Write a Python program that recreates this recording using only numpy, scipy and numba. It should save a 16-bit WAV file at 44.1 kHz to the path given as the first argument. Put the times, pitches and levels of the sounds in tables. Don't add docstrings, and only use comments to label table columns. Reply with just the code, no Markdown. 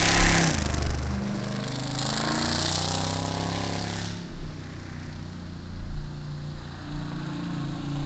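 import sys
import numpy as np
from scipy import signal
from scipy.fft import rfft, irfft, next_fast_len
from scipy.io import wavfile
from scipy.ndimage import uniform_filter1d
from numba import njit

SR = 44100
rng = np.random.default_rng(int(sys.argv[2]) if len(sys.argv) > 2 else 0)


def ratio_of_db(decibels):
    return 10 ** (np.asarray(decibels, float) / 20)


def pcm_store(signal):
    levels = np.round(np.clip(np.atleast_2d(signal), -1, 1) * 32767)
    wavfile.write(sys.argv[1], SR, levels.astype(np.int16).T)


N = 355005


def level(x, db):
    return x * ratio_of_db(db) / np.sqrt(np.mean(x ** 2))


def columns(table):
    s, *rest = np.transpose(table)
    return [np.interp(np.arange(N) / SR, s, c) for c in rest]


def band(x, hz, width):
    return signal.lfilter(*signal.iirpeak(hz, hz / width, fs=SR), x)


def butter(x, order, hz, kind="low"):
    return signal.sosfilt(signal.butter(order, hz, kind, fs=SR, output="sos"), x)


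def colour(x, points):
    hz, db = np.transpose(points)
    size = next_fast_len(N + SR // 4)
    f = np.arange(size // 2 + 1) * SR / size + 1
    gain = ratio_of_db(np.interp(np.log(f), np.log(hz), db))
    return irfft(rfft(x, size) * gain, size)[:N]


def walk(rate):
    k = int(SR / rate)
    steps = np.repeat(rng.standard_normal(N // k + 1), k)
    return 1.142 * uniform_filter1d(uniform_filter1d(steps, k), k)[:N]


def swell(rows, fade_s):
    t = np.arange(0, N + 64, 64) / SR
    gain = 0
    for start, end, db in rows:
        gain = gain + ratio_of_db(db) * (np.tanh((t - start) / fade_s) - np.tanh((t - end) / fade_s)) / 2
    return np.interp(np.arange(N) / SR, t, gain)


def bloom(x, hz, lift, half_width_hz):
    turn = np.exp(2j * np.pi * np.cumsum(hz) / SR)
    slow = butter(x / turn, 1, half_width_hz)
    return x + np.clip(lift, 0, 2) * 2 * (slow * turn).real


def air():
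    # (frequency [Hz], density [dB])
    air_tilt = [(24, -50), (40, -31), (155, -11), (333, -10.5), (427, -12.5), (1580, -12), (2320, -26.5),
                (4260, -16.5), (7160, -31), (8770, -54), (11400, -90.5), (19300, -120)]
    return level(colour(rng.standard_normal(N), air_tilt), -52) * ratio_of_db(0.4 * walk(2.9))


def wind():
    # (time [s], peak level [dB])
    gusts = [(.04, -39), (.24, -30.5), (.9, -36), (2.78, -51), (3.75, -47), (4.41, -35), (5.09, -43),
             (5.47, -50), (5.84, -33), (5.97, -30.5), (6.22, -42), (6.41, -42), (6.57, -44), (6.97, -37),
             (7.15, -45), (7.69, -42), (7.85, -45), (8.05, -34)]
    rise_db_s, fall_db_s, calm_db = 142.5, 112.5, -54
    port = [(8, -8.5), (18, 1), (33, 19), (50, -1), (90, -7.5), (200, -60.0)]  # (Hz, dB)
    bumps = colour(rng.standard_normal(N), port)
    bumps = bumps / np.sqrt(uniform_filter1d(bumps ** 2, size=12000))
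    t, gust_db = np.arange(N) / SR, calm_db
    for s, db in gusts:
        gust_db = np.maximum(gust_db, db - np.maximum(rise_db_s * (s - t), fall_db_s * (t - s)))
    return bumps * ratio_of_db(uniform_filter1d(gust_db, size=1500))


def knocks():
    # (time [s], level [dB], decay [s])
    bumps = [
        (1.345, -34.5, .03),
        (4.3, -41.5, 0.057),
        (4.43, -39, .05),
    ]
    t = np.arange(N) / SR
    shape = sum(ratio_of_db(db) * (t > s) * np.exp(-np.abs(t - s) / decay_s) for s, db, decay_s in bumps)
    body = [(20, -12), (60, 1), (330, 0), (600, -18), (2000, -44)]  # (Hz, dB)
    return shape * level(colour(rng.standard_normal(N), body), 0)


@njit
def walls(x, lags, gain, damp):
    line, soft, out = np.zeros((8, 8192)), np.zeros(8), np.zeros(len(x))
    for i in range(len(x)):
        total = 0.
        for k in range(8):
            soft[k] += (1 - damp) * (gain[k] * line[k, (i - lags[k]) & 8191] - soft[k])
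            total += soft[k]
        out[i] = soft[0] - soft[1] + soft[2] - soft[3]
        for k in range(8):
            line[k, i & 8191] = x[i] + soft[k] - total / 4
    return out


def stands(x):
    t60_s, damp = 1, 0.59
    lags = rng.integers(1200, 6000, 8)
    return ratio_of_db(-11) * walls(x, lags, ratio_of_db(-60 * lags / SR / t60_s), damp)


def track_bounce(x):
    # (time [s], comb top [Hz], share of the bounce [0-1])
    comb = [(0, 4250, 0), (.5, 4740, 0.08), (2.1, 4240, 0.59), (2.7, 4260, 0.47), (3.3, 4130, 0.38),
            (5.0, 4450, 0.26), (5.3, 4230, 0.52), (6.9, 4020, 0.76), (8.05, 3820, 0.67)]
    top_hz, share = columns(comb)
    share = np.clip(share, 0, .9)
    x = bloom(x, top_hz, 1.8 * share ** 2, 150)
    lag = round(0.00027 * SR)
    late = np.roll(signal.hilbert(x, next_fast_len(N))[:N], lag) * np.exp(2j * np.pi * top_hz * lag / SR)
    return (x + share * late.real) / np.sqrt(1 + share ** 2)


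def side_paths(x, smear):
    # (delay [ms], level [dB])
    paths = [(3.1, -4), (7.3, -5), (12.5, -7), (19, -8)]
    out, now = x, np.arange(N)
    for ms, db in paths:
        lag = SR / 1000 * (ms + .9 * walk(1.2))
        out = out + (.35 + .9 * smear) * ratio_of_db(db) * np.interp(now - lag, now, x)
    return out


def patchy(x, slow_db, quick_db):
    out = x
    for hz in 1200 * 1.25 ** np.arange(9):
        drift = ratio_of_db(slow_db * walk(2.375) + quick_db * walk(45))
        out = out + (drift - 1) * band(x, hz, hz / 5)
    return out


def rumble(body_db, smear):
    # (frequency [Hz], density [dB])
    rumble_tilt = [(40, -21.5), (80, -5.5), (150, 4), (300, -1.5), (420, -12), (600, -32.5)]
    return smear * ratio_of_db(body_db) * level(colour(rng.standard_normal(N), rumble_tilt), -11)


def thud(cycle):
    near = ratio_of_db(-27) * np.exp(-.5 * ((np.arange(N) / SR - .25) / .06) ** 2)
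    dip = np.exp(3 * (np.cos(2 * np.pi * (cycle + .25)) - 1))
    return -3 * near * (dip - dip.mean())


def drone(cycle, body_db, smear):
    main_orders = np.array([3, 5, 6, 8, 10, 11])
    # (multiple, level re body [dB])
    minor_orders = [(1, -29), (2, -20.5), (4, -18), (7, -17.5), (9, -20), (12, -22.5)]
    # (start [s], end [s], level [dB])
    order_swells = [
        [(0, .4, -31.5), (.54, 1.2, -31.5), (2.42, 4.2, -38), (4.42, 5.97, -41.5), (6.05, 7.12, -51.5)],
        [(0, .22, -32.5), (.22, .51, -25.5), (.56, 1.1, -39.5), (1.1, 2.15, -35.5), (2.2, 4.3, -37),
         (4.4, 6.9, -46), (5.95, 6.55, -40.5), (6.9, 7.38, -35), (7.5, 7.73, -34.5), (7.84, 8.2, -32)],
        [(0, 3.1, -44.5), (5.25, 5.92, -45.5), (6.95, 8, -40)],
        [(0, .7, -37), (1.12, 1.65, -35.5), (2.05, 2.58, -35), (2.85, 3.8, -43), (4.5, 5.45, -56.5),
         (7, 8, -52.5)],
        [(0, .55, -36), (1.55, 2.9, -45.5), (6.85, 7.2, -43), (7.3, 8.2, -41)],
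        [(1.7, 2.06, -43), (2.25, 2.72, -40), (7.15, 8.2, -46)],
    ]
    out = 0
    for k, rows in zip(main_orders, order_swells):
        turn = 2.2 * smear * walk(.8) + .5 * smear * walk(12)
        gain = swell(rows, .04) + ratio_of_db(body_db - 22 + 2 * walk(3))
        flutter = ratio_of_db(2.0 * smear * walk(16) + 1.85 * smear * walk(5))
        out = out + gain * flutter * np.cos(2 * np.pi * k * cycle + turn)
    for k, db in minor_orders:
        turn = 3 * smear * walk(1.2) + 1.2 * smear * walk(10)
        out = out + ratio_of_db(body_db + db + 2.9 * walk(2.1)) * np.cos(2 * np.pi * k * cycle + turn)
    return np.sqrt(2) * (out + thud(cycle))


def pipe_bark(at, cylinder, chance, smear):
    firing_db = [0, -10, -5, -8, -12, -8, -12, -10]
    header_ms = [0, .9, -.5, .6, -.8, 1.1, .3, -.4]
    far_bank = np.array([0, 1, 0, 0, 1, 0, 1, 1])
    # (frequency [Hz], width [Hz], level [dB])
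    pipe = [(350, 45, 10), (480, 46, 13), (587, 300, 20), (800, 360, 16), (1050, 83, 14.5),
            (1450, 170, -30), (1670, 170, -21.5)]
    scatter_db = .6 + 3 * smear[at]
    size = ratio_of_db(np.take(firing_db, cylinder) + scatter_db * chance[0])
    late_s = np.take(header_ms, cylinder) / 1000 + far_bank[cylinder] * .0006 * walk(1.5)[at]
    late_s = late_s + .0003 * smear[at] ** 2 * chance[1]
    pulses = np.zeros(N)
    pulses[np.clip(at + (late_s * SR).astype(int), 0, N - 1)] = size
    bark = sum(ratio_of_db(db) * band(pulses, hz, width) for hz, width, db in pipe)
    bark = bark - band(bark, 140, 200)
    return level(side_paths(butter(bark, 4, 2300), smear), 0)


def gas_puffs(count, since, chance, lumpy, smear):
    spit_db = [-6, -15, 0, -1, -13, -17, -10, -17]
    puff = ratio_of_db(lumpy * np.take(spit_db, count % 8) + 1.4 * chance[2, count]) * np.exp(-since / 1.1)
    puff = uniform_filter1d(puff, size=40) + .15 * smear
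    return puff / np.sqrt(uniform_filter1d(puff ** 2, size=5000))


def pressure_front(at, cylinder, chance):
    loudest = cylinder == 0
    front = np.zeros(N)
    front[at[loudest]] = ratio_of_db(.8 * chance[0, loudest])
    return front * swell([(2.033, 4.1, 0)], .06)


def firings(cycle, lumpy, smear):
    # (frequency [Hz], density [dB])
    rasp_tilt = [(350, -30), (700, -14), (1100, -6), (1600, 0), (2100, -1), (2700, -6), (3500, -22)]
    # (frequency [Hz], density [dB])
    growl_tilt = [(200, -40.5), (300, 6.5), (450, -5), (700, -0.5), (1100, -14), (1600, -44)]
    # (frequency [Hz], density [dB])
    jet_tilt = [(1400, -20), (2000, -7), (3500, -0.5), (4400, -1.5), (6000, 0.5), (7500, -6), (8200, -5),
                (9000, -6.5)]
    # (time [s], centre [Hz], lift [0-2])
    bark_focus = [(0, 807, 1), (.35, 800, 1.2), (.55, 350, 0.97), (1.2, 366, 1.1), (2.0, 706, 0.76),
                  (2.25, 1050, 0.8), (2.6, 780, 0.39), (3.6, 886, 1.8), (4.0, 790, 0.65), (4.3, 500, 0.81),
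                  (5.3, 480, .7), (6.2, 764, 0.4), (8.05, 980, 0.46)]
    count = (8 * cycle).astype(int)
    since = 8 * cycle - count
    chance = rng.standard_normal((count[-1] + 1, 3)).T
    at = np.flatnonzero(np.diff(count)) + 1
    cylinder, luck = count[at] % 8, chance[:, count[at]]

    bark = pipe_bark(at, cylinder, luck, smear)
    puff = gas_puffs(count, since, chance, lumpy, smear)
    front = pressure_front(at, cylinder, luck)
    rasp = colour(puff ** 0.73 * rng.standard_normal(N), rasp_tilt)
    growl = level(colour(puff ** .5 * rng.standard_normal(N), growl_tilt), -6)
    crack = side_paths(uniform_filter1d(front, size=14), smear)
    crack = level(butter(crack, 1, [200, 1300], "band"), -12)
    bark = bloom(bark + (.5 + smear) * growl, *columns(bark_focus), 170)
    jet = level(puff * rng.standard_normal(N), 0) + level(front, -13)
    return level(level(bark, 0) + crack, 0), level(rasp, 0), level(colour(jet, jet_tilt), 0)


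def rasp_layer(rasp, bark_db):
    # (start [s], end [s], level [dB], band centre [Hz])
    surges = [
        (0, 0.427, -23.5, 2030),
        (2.103, 2.6, -38.5, 1460),
        (3.308, 4.055, -46.5, 1720),
        (4.595, 5.05, -55, 1880),
        (6.643, 7.7, -50, 1620),
    ]
    out = (ratio_of_db(bark_db - 9.5) + ratio_of_db(-58)) * rasp
    for start, end, db, hz in surges:
        out = out + swell([(start, end, db)], .1) * band(rasp, hz, hz / 2.25)
    return out


def car():
    # (time [s], engine cycle rate [Hz])
    revs = [(0, 33.2), (.25, 34.2), (.44, 33.3), (.6, 25.6), (.8, 24.1), (1.19, 25.25), (1.65, 25.3),
            (2.11, 26.85), (2.38, 28.8), (2.87, 31), (3.25, 33.2), (3.56, 34), (4.22, 34.4), (4.45, 31.2),
            (5.5, 29.45), (6.9, 29.5), (7.7, 28.3), (8.05, 28.4)]
    # (time [s], body [dB], bark [dB], gas jet over the bark [dB])
    roar = [(0, -28, -24, 2), (.42, -25.5, -25.5, 1), (.56, -27.5, -33.5, 0.5), (.75, -24.5, -32, -4.5),
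            (1.2, -32, -41.5, -7.5), (1.45, -32, -37.5, -4.5), (1.93, -30, -36, -2.5),
            (2.0, -30.5, -33.5, 1.5), (2.3, -32, -29.5, -5.5), (2.72, -34, -32, 4), (3.3, -27, -35, -3),
            (3.7, -27, -35, -4), (4.05, -28.5, -41.5, 3), (4.31, -34.5, -58.5, 4), (4.8, -34, -53, 0),
            (5.9, -34.5, -54.5, -3.5), (7.05, -34, -45, -6.5), (8.05, -31, -43.5, -5.5)]
    # (time [s], one jet dominates [0-1.5], smear by echoes and distance [0-1.2],
    # lead of the loudest pipe [turns])
    view = [(0, .8, .4, .57), (.48, .8, .4, .55), (.56, 1.5, .3, .36), (1.0, 1.3, .6, .36),
            (1.15, .3, .9, .3), (1.35, .35, .8, .1), (1.5, .8, .4, -.07), (2.1, 1, .3, -.1),
            (2.35, .6, .3, -.12), (2.75, .65, .3, -.01), (4.12, .25, .35, .02), (4.36, .2, 1.2, 0),
            (4.7, .6, .85, 0), (6, .25, .6, 0), (8.05, .35, .8, 0)]
    hz, = columns(revs)
    body_db, bark_db, aim_db = columns(roar)
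    lumpy, smear, lead = columns(view)
    gas_db = bark_db + aim_db
    cycle = np.cumsum(hz) / SR + .856
    bark, rasp, gas = firings(cycle + lead, lumpy, smear)
    gas = gas + np.clip((gas_db + 42.0) / 22, -.7, .6) * band(gas, 7700, 1600)
    hiss = patchy(rasp_layer(rasp, bark_db) + ratio_of_db(gas_db) * gas, 1.5, 2.2)
    bright = ratio_of_db(bark_db - 1.0) * bark + track_bounce(hiss)
    bright = bright - swell([(3.25, 3.83, -2)], 0.18) * band(bright, 1306, 390)
    low = drone(cycle - .012, body_db, smear)
    low = low + rumble(body_db, smear)
    return low + bright + (0.43 + smear) * stands(bright + 0.21 * low)


def scene():
    return (air() + wind() + knocks() + car())[None]


def roll_off(x):
    return signal.sosfilt(signal.butter(12, 8920, fs=SR, output="sos"), x)


def record(dry):
    # (frequency [Hz], gain [dB])
    mic_top = [(7500, 0), (7950, -13), (8500, -16), (9000, -26)]
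    limit = np.where(dry > 0, .24, .17)
    x = dry / (1 + np.abs(dry / limit) ** 6) ** (1 / 6)
    x = colour(x[0], mic_top)[None]
    x = signal.sosfilt(signal.ellip(8, .3, 70, 8800, fs=SR, output="sos"), x)
    return roll_off(x)


dry = scene()
out = record(dry)
pcm_store(out)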